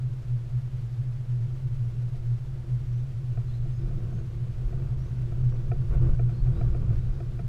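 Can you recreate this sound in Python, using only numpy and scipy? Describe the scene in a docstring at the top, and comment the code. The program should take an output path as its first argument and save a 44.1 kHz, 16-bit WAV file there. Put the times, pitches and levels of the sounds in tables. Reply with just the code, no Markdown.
"""On an asphalt road, at the stern of a boat that rides on its trailer.
The tyres force the hull into vibration: it drones at one low resonance, swells into booms and rattles
in its panels. On coarser pavement the rumble grows, stones crunch through the frame, the springs
thud and a loose fitting knocks. Faint birds chirp in the trees over an even hiss of air and tyres."""
import sys
import numpy as np
from scipy import signal
from scipy.fft import rfft, irfft
from scipy.io import wavfile
from scipy.ndimage import uniform_filter1d

SR = 44100
rng = np.random.default_rng(int(sys.argv[2]) if len(sys.argv) > 2 else 0)


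def dump(signal):
    """Clip the signal to [-1, 1] and save it as 16-bit WAV at the path in sys.argv[1]."""
    limited = np.clip(np.atleast_2d(signal).T, -1, 1)
    pcm = np.round(limited * 32767).astype(np.int16)
    wavfile.write(sys.argv[1], SR, pcm)


N = 329868
TIME = np.arange(N) / SR
BINS = np.fft.rfftfreq(N, 1 / SR)

# Hiss of air and tyres. Each row: frequency in Hz, relative spectral density in dB.
HISS_SPECTRUM = [(150, 8), (400, 7), (650, 4), (950, 0), (1500, -1.5), (2100, -4), (4200, -9),
                 (7000, -14.5), (10000, -19.5), (13000, -23), (15500, -26)]
# Bird calls. Each row: start in seconds, length in seconds, first and last pitch in Hz,
# relative level in dB, rms pitch jitter in Hz.
BIRD_CALLS = [(2.918, .1, 5700, 6300, -79, 70), (3.447, 0.14, 4080, 4140, -76, 80),
              (3.486, .08, 3310, 4050, -72, 40), (3.70, 0.1, 6100, 6700, -77.5, 55),
              (3.702, 0.18, 5050, 5200, -80, 110), (3.79, 0.05, 3630, 3680, -75.5, 110),
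              (4.115, 0.1, 6400, 6450, -76.5, 65), (4.964, .14, 5100, 6620, -75.5, 65),
              (5.485, 0.09, 5300, 6160, -78, 80), (5.584, 0.054, 3520, 3480, -75, 60),
              (6.26, 0.16, 4850, 5030, -81, 130), (6.308, 0.12, 4250, 4400, -74, 85),
              (6.52, 0.13, 4850, 4940, -75.5, 80), (6.517, 0.13, 3600, 4130, -73.5, 60),
              (6.97, .1, 3740, 4000, -77, 100), (7.085, 0.17, 4800, 5100, -81.5, 140)]
# Coarseness of the asphalt. Each row: time in seconds, relative level of shaking in dB.
ROAD_COARSENESS = [(0, -40.5), (1.0, -42), (2.8, -38), (3.7, -35), (5.1, -32.5), (5.75, -29.5), (7.15, -29),
                   (7.48, -35.5)]
# Rough patches. Each row: start in seconds, length in seconds, change of rumble and of rattle in dB.
ROUGH_PATCHES = [(3.792, 0.43, 2.5, 4.5), (4.587, 0.44, 0.5, 3), (5.507, 0.26, -2, 1.5),
                 (5.907, 0.24, 5, 8), (6.454, 0.51, 3, 4)]
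# Deep tyre rumble. Each row: frequency in Hz, relative spectral density in dB.
RUMBLE_SPECTRUM = [(12, -5), (23, 7.5), (30, -3), (41, -6), (54, 1.5), (65, -9.5), (78, -6.5), (95, -7.5),
                   (130, -10.5), (165, -13.5), (200, -37.5), (400, -70.5), (2000, -110)]
# Dips in the road. Each row: start in seconds, peak level of the bounce in dB.
ROAD_DIPS = [(3.828, -22), (4.628, -22), (5.892, -20.5), (5.978, -22), (6.401, -15.5), (7.075, -21.5)]
# Jolts that flex the hull floor. Each row: start in seconds, relative level in dB.
FLOOR_JOLTS = [(4.124, -37), (6.86, -40), (7.07, -42), (7.383, -39)]
# Modes of the floor. Each row: frequency in Hz, relative level in dB, 60 dB decay time in seconds.
FLOOR_MODES = [(173, 5, 0.32), (206, -3.5, 0.24), (235, -8, .15)]
# Resonances of the hull panels. Each row: frequency in Hz, width in Hz, gain in dB.
PANEL_MODES = [(206, 35, 3.5), (226, 36, 4.5), (282, 5, -2), (343.8, 22.8, 13.5), (375, 14, 5.5),
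               (490, 28, 1.5), (720, 50, 1.5), (900, 14, 9.5), (1126, 15, 9.5), (1190, 51, 2.5),
               (2400, 290, 1.5)]
# The stoniest stretches. Each row: start in seconds, length in seconds, level in dB.
STONY_STRETCHES = [(4.77, 0.15, -53.5), (5.505, 0.094, -51), (5.896, 0.091, -43.5), (6.007, 0.099, -45),
                   (6.536, 0.17, -50.5)]
# Transmission from stones through the trailer frame. Each row: frequency in Hz, relative gain in dB.
FRAME_RESPONSE = [(190, -16), (245, -0.5), (310, -0.5), (480, 1), (700, -6.5), (850, -14), (1150, -11.5),
                  (1500, -14), (1800, -22.5), (2600, -26), (5000, -45.5)]
# Blows of the loose fitting. Each row: start in seconds, relative strength in dB,
# spectral tilt in dB per two octaves, gain of the hull's thump in dB.
FITTING_BLOWS = [(2.141, -50, -2, -3), (3.372, -41.5, 1, -1), (3.654, -48, -6, 1), (3.908, -47, -1, 1),
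                 (4.123, -45, -7, -7), (4.725, -43, -3, 0), (4.918, -49, -3, 0), (5.319, -43, -1, -6),
                 (5.7142, -31.5, -0.5, -1.5), (6.192, -36.5, 2, 2.5), (6.292, -43, 2, -10),
                 (6.467, -42.5, 0, -4), (6.609, -34.5, -2.5, -9), (6.745, -40, 0, 1), (6.902, -45, -2, 2),
                 (7.201, -40, -1, -3), (7.3904, -38.5, 1.5, 0)]
# Modes that the fitting excites. Each row: frequency in Hz, relative level in dB,
# 60 dB decay time in seconds, rise time in seconds.
FITTING_MODES = [(353, -7, 0.1, 0.0027), (453, -7.5, 0.075, 0.004), (650, -14.5, 0.055, 0.0048),
                 (692, -4.5, 0.058, 0.003), (1311, -12.5, 0.045, 0.003), (1416, -13.5, 0.03, 0.0027),
                 (1813, -15.5, 0.022, 0.003), (2390, -11, 0.02, 0.0027), (2550, -18, 0.019, 0.0018)]
# Transmission from the road into the hull. Each row: frequency in Hz, relative gain in dB.
ROAD_TO_HULL = [(90, -37), (155, 10.5), (185, 2), (255, -8), (300, -7.5), (420, -6), (560, -12.5),
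                (720, -16.5), (810, -25.5), (1520, -20), (1750, -37), (2600, -33.5), (5000, -54.5),
                (12000, -72)]
# The hull's low resonance. Each row: frequency in Hz, relative gain in dB.
HULL_RESONANCE = [(70, -70.5), (100, -15.5), (113, -4.5), (121, 4), (133, -1), (146, -25.5), (200, -72.5)]
# The drone between swells. Each row: time in seconds, relative level in dB.
DRONE_LEVEL = [(0, -29), (1.8, -28), (2.5, -33), (3.3, -28.5), (4.5, -29.5), (5.4, -26), (7.48, -29.5)]
# The loudest swells of the hull's low drone, each one smooth boom.
# Each row: crest time in seconds, length in seconds, relative level in dB.
DRONE_SWELLS = [(0.061, 0.11, -22.5), (0.341, 0.16, -21.5), (0.568, 0.15, -21.5), (1.001, 0.058, -20.5),
                (1.336, 0.25, -23), (1.442, 0.12, -22.5), (1.731, .08, -23.5), (1.821, 0.096, -21),
                (2.048, 0.15, -25), (2.321, 0.2, -21), (2.738, 0.16, -20.5), (2.957, 0.31, -24),
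                (3.308, 0.12, -24), (3.393, 0.11, -21.5), (5.469, 0.14, -17), (5.713, 0.11, -20),
                (6.027, 0.19, -19.5), (6.251, 0.21, -18.5), (6.491, 0.084, -17.5), (6.652, 0.17, -21),
                (6.899, 0.081, -18)]


def gain_of(db):
    """Amplitude ratio of a level in decibels."""
    return 10 ** (np.asarray(db) / 20)


def unit_rms(x):
    """Normalisation to an rms of 1."""
    return x / np.sqrt(np.mean(abs(x) ** 2) + 1e-20)


def response_db(points):
    """A frequency response in dB, interpolated on a logarithmic frequency axis."""
    hz, db = np.transpose(points)
    return np.interp(np.log(BINS + 1), np.log(hz), db)


def follow(points):
    """Linear interpolation of a level curve at every sample."""
    return np.interp(TIME, *np.transpose(points))


def add(mix, start_s, sound):
    """Superposition of a sound on the mix."""
    part = mix[round(start_s * SR):][:len(sound)]
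    part += sound[:len(part)]


def colour(x, db):
    """Linear filtering by a response in dB, normalised to an rms of 1."""
    return unit_rms(irfft(rfft(x) * gain_of(db), N))


def low_pass(x, hz):
    """Steep attenuation above a cutoff frequency."""
    bins = np.fft.rfftfreq(2 * N, 1 / SR)
    return irfft(rfft(x, 2 * N) / (1 + (bins / hz) ** 8))[:N]


def wander(rate_hz):
    """A random fluctuation of rms 1, band-limited to about the given rate."""
    return unit_rms(irfft(rfft(rng.standard_normal(N)) / (1 + (BINS / rate_hz) ** 4), N))


def impacts(per_s):
    """Shot noise of rms 1: impulses of random size at independent times."""
    return unit_rms(rng.standard_normal(N) * (rng.random(N) < per_s / SR))


def hiss(level_db=-57.5, flutter_db=0.74):
    """Broadband noise: air and tyres hiss at a nearly constant level."""
    envelope = gain_of(level_db + flutter_db * wander(rate_hz=30))
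    return envelope * colour(rng.standard_normal(N), response_db(HISS_SPECTRUM))


def birds(gain_db=0.5, flutter_db=3, echo_db=-4, echo_t60_s=1.2):
    """Frequency and amplitude modulation roughen thin, mostly rising whistles; the trees reverberate."""
    calls = np.zeros(N)
    jitter = wander(rate_hz=250)
    flutter = gain_of(flutter_db * wander(rate_hz=70))
    for start, length, first_hz, last_hz, db, jitter_hz in BIRD_CALLS:
        size = int(length * SR)
        span = round(start * SR) + np.arange(size)
        hz = np.linspace(first_hz, last_hz, size) + jitter_hz * jitter[span]
        whistle = np.sin(2 * np.pi * np.cumsum(hz) / SR) * flutter[span] * signal.windows.tukey(size, .5)
        add(calls, start, gain_of(db) * unit_rms(whistle))
    t = np.arange(SR // 2) / SR
    trees = rng.standard_normal(len(t)) * gain_of(-60 * t / echo_t60_s)
    echo = signal.fftconvolve(calls, trees / np.linalg.norm(trees))[:N]
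    return gain_of(gain_db) * (calls + gain_of(echo_db) * echo)


def road_excitation(roll_on_s=0.022):
    """Surface roughness drives the tyres: two curves in dB, one for the rumble and one for the rattle."""
    db = follow(ROAD_COARSENESS)
    for start, length, *change_db in ROUGH_PATCHES:
        inside_s = np.minimum(TIME - start, start + length - TIME)
        on_patch = np.clip(.5 + inside_s / roll_on_s, 0, 1)
        db = db + np.outer(change_db, on_patch)
    return db


def tyre_rumble(gain_db=1.06, sway_db=-46, sway_hz=21):
    """Random forcing: the rumble follows the road, over a steady narrow-band sway on the springs."""
    tyres = colour(rng.standard_normal(N), response_db(RUMBLE_SPECTRUM))
    sway = unit_rms(wander(rate_hz=10) * np.sin(2 * np.pi * sway_hz * TIME))
    road_db, _ = road_excitation()
    return gain_of(road_db + gain_db) * tyres + gain_of(sway_db) * sway


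def spring_thuds(spring_hz=33, rise_s=0.029, detune=0.053):
    """A damped mass on a spring: each dip sets the trailer bouncing for a few deep cycles."""
    t, out = np.arange(SR // 4) / SR, np.zeros(N)
    envelope = (t / rise_s) ** 2 * np.exp(2 * (1 - t / rise_s))
    for start, db in ROAD_DIPS:
        hz = spring_hz * (1 + detune * rng.standard_normal())
        add(out, start, gain_of(db) * envelope * np.sin(2 * np.pi * hz * t))
    return out


def floor_flexes(rise_s=0.017):
    """Free vibration: after a sharp jolt the modes of the hull floor decay in a soft, hollow bump."""
    hz, mode_db, t60 = np.transpose(FLOOR_MODES)[:, :, None]
    t, out = np.arange(SR // 4) / SR, np.zeros(N)
    onset = 1 - np.exp(-(t / rise_s) ** 2)
    for start, jolt_db in FLOOR_JOLTS:
        decay = gain_of(jolt_db + mode_db - 60 * t / t60)
        modes = np.sin(2 * np.pi * (hz * t + rng.random(hz.shape)))
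        add(out, start, onset * (decay * modes).sum(0))
    return out


def panel_resonance_db():
    """Resonance: each panel mode adds a bell-shaped curve in dB to the response."""
    return sum(db / (1 + (2 * (BINS - hz) / width) ** 2) for hz, width, db in PANEL_MODES)


def stone_crunches(grains_per_s=450, noise_ratio=0.55, taper=0.44, ringing=0.96):
    """Structure-borne sound: surges of stone impacts travel through the frame and ring the panels."""
    force = impacts(grains_per_s) + noise_ratio * rng.standard_normal(N)
    vibration = colour(force, response_db(FRAME_RESPONSE) + ringing * panel_resonance_db())
    out = np.zeros(N)
    for start, length, db in STONY_STRETCHES:
        surge = vibration[round(start * SR):][:int(length * SR)]
        add(out, start, gain_of(db) * unit_rms(surge) * signal.windows.tukey(len(surge), taper))
    return out


def fitting_knocks(gain_db=2.5, detune=0.008, contact_cycles=4.6, pivot_hz=700, thump_below_hz=550):
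    """Impact excitation: modes swell, hold while the fitting chatters on its stop, then decay fast."""
    hz, mode_db, t60, rise_s = np.transpose(FITTING_MODES)[:, :, None]
    t, out = np.arange(SR // 8) / SR, np.zeros(N)
    onset = 1 - np.exp(-(t / rise_s) ** 2)
    free_s = np.maximum(t - contact_cycles / hz, 0)
    for start, strength_db, tilt_db, thump_db in FITTING_BLOWS:
        pitch = hz * (1 + detune * rng.standard_normal(hz.shape))
        timbre_db = tilt_db * np.log2(hz / pivot_hz) / 2 + thump_db * (hz < thump_below_hz)
        envelope = onset * gain_of(strength_db + mode_db + timbre_db - 60 * free_s / t60)
        add(out, start, (envelope * np.sin(2 * np.pi * pitch * t)).sum(0))
    return gain_of(gain_db) * out


def panel_rattle(jolts_per_s=700, noise_ratio=1.17, rest_db=-55.5, bright_from_db=-48, split_hz=800):
    """Forced vibration: stones in the asphalt ring the hull panels; harder shaking is brighter."""
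    _, road_db = road_excitation()
    above_smooth_db = road_db + 42  # smooth asphalt shakes at -42 dB
    driven_db = -58 + 0.94 * above_smooth_db
    level_db = 20 * np.log10(np.hypot(gain_of(rest_db), gain_of(driven_db)))  # the powers add
    force = impacts(jolts_per_s) + noise_ratio * rng.standard_normal(N)
    force *= gain_of(1.1 * wander(rate_hz=7.9))
    vibration = colour(force, response_db(ROAD_TO_HULL) + panel_resonance_db())
    low = low_pass(vibration, split_hz)
    treble_gain = gain_of(0.26 * np.minimum(level_db - bright_from_db, 0))
    return gain_of(level_db) * (low + treble_gain * (vibration - low))


def hull_drone(ring_hz=122, width_hz=50, detune=0.012, throb_db=2.2, drone_gain_db=-3, boom_gain_db=-2.5):
    """Resonance under random forcing: the hull throbs, and its loudest swells are smooth booms."""
    ring = signal.hilbert(colour(rng.standard_normal(N), response_db(HULL_RESONANCE)))
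    power = uniform_filter1d(abs(ring) ** 2, int(0.067 * SR))
    beating = unit_rms(ring.real / np.sqrt(power + 0.045))  # slow beats even out, quick ones stay
    hull = gain_of(follow(DRONE_LEVEL) + throb_db * wander(rate_hz=15) + drone_gain_db) * beating
    for crest, length, db in DRONE_SWELLS:
        crossfade = np.cos(np.pi * np.clip((TIME - crest) / length, -.5, .5)) ** 2
        hz = ring_hz * (1 + detune * rng.standard_normal())
        boom = np.sqrt(2) * gain_of(db + boom_gain_db) * np.sin(2 * np.pi * (hz * TIME + rng.random()))
        hull += crossfade * (boom - hull)
    passband = 1 / (1 + (2 * (BINS - ring_hz) / width_hz) ** 6)  # a narrow resonance changes slowly
    return irfft(rfft(hull) * passband, N)


def scene():
    """Superposition of all sources at the stern, in one channel."""
    mix = hull_drone() + tyre_rumble() + spring_thuds() + panel_rattle() + hiss()
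    return (mix + fitting_knocks() + birds() + stone_crunches() + floor_flexes())[None]


def record(dry, cutoff_hz=15300):
    """Band limiting: a linear-phase low-pass removes the highest treble."""
    taps = signal.firwin(511, cutoff_hz, window=("kaiser", 9), fs=SR)
    return signal.oaconvolve(dry, taps[None], "same")


dry = scene()
out = record(dry)
dump(out)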